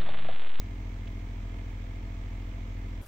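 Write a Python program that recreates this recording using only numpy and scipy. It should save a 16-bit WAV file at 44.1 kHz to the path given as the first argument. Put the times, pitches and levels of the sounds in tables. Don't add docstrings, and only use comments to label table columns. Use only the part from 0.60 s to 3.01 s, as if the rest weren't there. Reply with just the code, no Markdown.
import sys
import numpy as np
from scipy import signal
from scipy.io import wavfile
from scipy.ndimage import uniform_filter1d

SR = 44100
rng = np.random.default_rng(int(sys.argv[2]) if len(sys.argv) > 2 else 0)


def boost_factor(decibels):
    exponent = np.asarray(decibels, float) / 20
    return 10 ** exponent


def wav_out(sig):
    wavfile.write(sys.argv[1], SR, np.round(np.clip(np.atleast_2d(sig).T, -1, 1) * 32767).astype(np.int16))


N = 106501

SHAFT_HZ, BUZZ_HZ = 43.2185, 100.07
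STROKE_S, BUZZ_S = .0060, .0012
SCATTER_DB = 2.5


def read(points, hz):
    f, value = np.transpose(points)
    return np.interp(np.log(hz + 1), np.log(f + 1), value)


def evened(x):
    return x / np.sqrt(np.mean(x ** 2) + 1e-20)


def drift(t, top_hz):
    waves = [np.sin(2 * np.pi * (f * t + rng.random())) / np.sqrt(f)
             for f in np.geomspace(.2, top_hz, num=20)]
    return evened(sum(waves))


# (frequency [Hz], left minus right [dB])
SIDE_BALANCE = [(43, -.2), (90, .5), (150, 2), (260, .3), (450, -.5), (740, -1), (1220, -2), (2010, -5),
                (3330, -4), (5500, -1), (9080, -1), (15000, 0)]
# (frequency [Hz], phase lead of the left side [rad])
LEFT_LEAD = [(40, .05), (260, .15), (480, .6), (650, 1.1), (850, .6), (1250, 2.5), (1600, 2.8), (2000, .2),
             (4000, 0)]


def tones(hz, db, phase):
    spread_hz = 450.
    chance = rng.standard_normal((len(hz), 2))
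    apart = np.clip(hz / spread_hz, 0, 2) ** 2 / 2
    side = np.array([[.5], [-.5]])
    level = boost_factor(db + side * (read(SIDE_BALANCE, hz) + SCATTER_DB * apart * chance[:, 1]))
    angle = phase + side * (read(LEFT_LEAD, hz) + apart * chance[:, 0])
    z = np.sqrt(2) * level * np.exp(1j * angle)
    block = np.arange(1024) / SR
    starts = np.arange(N // 1024 + 1) * 1024 / SR
    inner = np.exp(2j * np.pi * hz[:, None] * block)
    outer = np.exp(2j * np.pi * starts[:, None] * hz)
    return np.array([((outer * c) @ inner).real.ravel()[:N] for c in z])


# (multiple of shaft [-], level [dB rms])
SHAFT_ORDERS = [(1, -37.1), (2, -44.9), (3, -63.3), (4, -58.3), (5, -55.1), (6, -55.1), (7, -57.9),
                (8, -71), (9, -67), (10, -70), (11, -73), (12, -70), (13, -73)]


def thump_and_knock():
    knock_lead_s, knock_twist_rad, thump_twist_rad = .0041, -.85, .65
    k, db = np.transpose(SHAFT_ORDERS)
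    thump = thump_twist_rad * (k - 1)
    knock = 2 * np.pi * SHAFT_HZ * k * knock_lead_s + knock_twist_rad
    phase = -2 * np.pi * SHAFT_HZ * k * STROKE_S + np.where(k > 4, knock, thump)
    return tones(k * SHAFT_HZ, db, phase)


# (multiple of buzz [-], level [dB rms])
BUZZ_ORDERS = [(1, -45), (2, -71), (3, -69), (4, -70), (5, -77)]


def mains_buzz():
    m, db = np.transpose(BUZZ_ORDERS)
    return tones(m * BUZZ_HZ, db, -2 * np.pi * BUZZ_HZ * m * BUZZ_S)


# (multiple of shaft [-], multiple of buzz [-], level [dB rms])
LIFTED_TONES = [(1.5, 0, -63), (4, -1, -60), (5, -1, -66), (13, 1, -72), (15.5, 0, -72), (19, -1, -77),
                (18, 1, -78), (23, 0, -73), (28, 0, -79), (35.5, 1, -78), (41, 2, -79), (43, 2, -77),
                (44, 2, -72), (51, -1, -75), (46, 1, -75), (69, 0, -83)]


def lifted_tones():
    k, m, db = np.transpose(LIFTED_TONES)
    hz = k * SHAFT_HZ + m * BUZZ_HZ
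    return tones(hz, db, 2 * np.pi * rng.random(len(hz)))


# (frequency [Hz], level [dB rms])
KNOCK_LEVEL = [(600, -82), (840, -82), (1180, -85), (1600, -89), (2070, -86), (2500, -90), (2940, -91),
               (3600, -97)]
# (frequency [Hz], level [dB rms])
HALF_LEVEL = [(22, -82), (400, -83), (600, -80), (840, -87), (1180, -85), (1900, -89), (3000, -92),
              (3600, -97)]
# (frequency [Hz], level [dB rms])
MIXED_LEVEL = [(55, -76), (145, -72), (260, -75), (420, -80), (620, -82), (840, -83), (1200, -87),
               (1600, -91), (1920, -84), (2080, -82), (2250, -88), (2520, -96), (3600, -110)]
# (multiple of buzz [-], change up to 1000 Hz [dB], change from 1900 Hz up [dB])
BUZZ_SHIFTS = [(1, 0, -1), (-1, 0, -1), (2, -8, 2), (-2, -16, -3), (3, -14, -3)]


def faint_tones():
    k = np.arange(1, 86)
    upper_hz = k[len(SHAFT_ORDERS):] * SHAFT_HZ
    half_hz = (k - .5) * SHAFT_HZ
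    hz = [upper_hz, half_hz]
    db = [read(KNOCK_LEVEL, upper_hz), read(HALF_LEVEL, half_hz)]
    for m, low_db, high_db in BUZZ_SHIFTS:
        mixed_hz = k * SHAFT_HZ + m * BUZZ_HZ
        mixed_hz = mixed_hz[mixed_hz > 50]
        hz.append(mixed_hz)
        db.append(read(MIXED_LEVEL, mixed_hz) + read([(1000, low_db), (1900, high_db)], mixed_hz))
    hz, db = np.concatenate(hz), np.concatenate(db)
    db = db + SCATTER_DB * rng.standard_normal(len(hz))
    k, m, _ = np.transpose(LIFTED_TONES)
    lifted_hz = k * SHAFT_HZ + m * BUZZ_HZ
    rest = abs(hz[:, None] - lifted_hz).min(axis=1) > .5
    return tones(hz[rest], db[rest], 2 * np.pi * rng.random(rest.sum()))


def pump():
    waver_db = .2
    out = thump_and_knock() + mains_buzz() + lifted_tones() + faint_tones()
    return out * boost_factor(waver_db * drift(np.arange(N) / SR, top_hz=4.))


def blip(hz, cycles):
    u = np.arange(600) / SR * hz / cycles
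    swell_and_fade = np.e * 3 * u * np.exp(-3 * u)
    return swell_and_fade * np.sin(2 * np.pi * cycles * u * (1 + 0.043 * u))


# (time [s], peak level [dB], starting pitch [Hz], left minus right [dB])
BUBBLES = [(.4728, -41, 2400, -3), (.4759, -42, 2900, -6), (.4786, -42, 3200, -4), (.9697, -57, 6500, -8)]


def bubbles():
    out = np.zeros((2, N))
    for s, db, hz, pan_db in BUBBLES:
        at = round(s * SR)
        sides = boost_factor(db + pan_db * np.array([[.5], [-.5]]))
        out[:, at:at + 600] += blip(hz, cycles=2.) * sides
    return out


# (frequency [Hz], level [dB per Hz])
RUMBLE_LEVEL = [(10, -70), (30, -70), (55, -74), (90, -75), (115, -79), (150, -83), (172, -84), (200, -77),
                (222, -79), (240, -82), (290, -83), (320, -86)]
# (frequency [Hz], level [dB per Hz])
HISS_LEVEL = [(345, -87.5), (480, -86.5), (600, -96.5), (670, -81), (760, -94), (880, -87), (1000, -90),
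              (1150, -91.5), (1250, -88), (1480, -95), (1720, -89.5), (1850, -95.5), (2000, -96.5),
              (2170, -88), (2400, -90.5), (2750, -97.5), (3300, -95.5), (4400, -103), (5000, -104),
              (6300, -103), (7500, -108), (8400, -112), (9200, -117), (9500, -132), (9900, -130),
              (10500, -121), (12400, -122), (13900, -113), (15700, -108)]
# (frequency [Hz], likeness [0 to 1])
SIDE_LIKENESS = [(40, .93), (150, .72), (260, .85), (450, .6), (800, .5), (1300, .45), (1900, .15),
                 (2300, .3), (3500, .05), (6000, 0)]


def air():
    patchy_db = .7
    puff_lag_s = .0125
    puff_depth, puff_twice = .3, .2
    puff_hz, puff_top_hz = 450., 3500.
    frames, hz = N // 512 + 5, np.fft.rfftfreq(2048, 1 / SR)
    a, b, c, d, patches = rng.standard_normal((frames, 1025, 5)).T
    patches = uniform_filter1d(uniform_filter1d(patches, size=16, axis=0), size=4, axis=1)
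    patches = evened(patches)

    same = np.clip(read(SIDE_LIKENESS, hz), -1, 1)[:, None]
    left = a + 1j * b
    shared = same * left * np.exp(-1j * read(LEFT_LEAD, hz))[:, None]
    z = np.array([left, shared + np.sqrt(1 - same ** 2) * (c + 1j * d)])

    unit = np.sqrt(np.mean(signal.istft(z, nperseg=2048, noverlap=1536)[1] ** 2) / (SR / 2))
    balance = np.array([.5, -.5])[:, None, None] * read(SIDE_BALANCE, hz)[:, None]
    level = read(RUMBLE_LEVEL + HISS_LEVEL, hz)[:, None]
    z = z / unit * boost_factor(level + balance + patchy_db * patches)

    puffing = 1 / (1 + (puff_hz / (hz[:, None] + 1)) ** 2) / (1 + (hz[:, None] / puff_top_hz) ** 2)
    steady, middle = (signal.istft(z * g, nperseg=2048, noverlap=1536)[1][:, :N]
                      for g in (1 - puffing, puffing))
    turn = 2 * np.pi * SHAFT_HZ * (np.arange(N) / SR - STROKE_S - puff_lag_s)
    return steady + middle * (1 + puff_depth * np.cos(turn) + puff_twice * np.cos(2 * turn))


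def scene():
    return pump() + bubbles() + air()


def low_pass(x):
    return signal.sosfilt(signal.butter(12, 16840, fs=SR, output="sos"), x)


def record(dry):
    edge = signal.firwin(1023, 15780, window=("kaiser", 9), fs=SR)
    mix = signal.oaconvolve(dry, edge[None], "same")
    return low_pass(mix)


dry = scene()
out = record(dry)
wav_out(out)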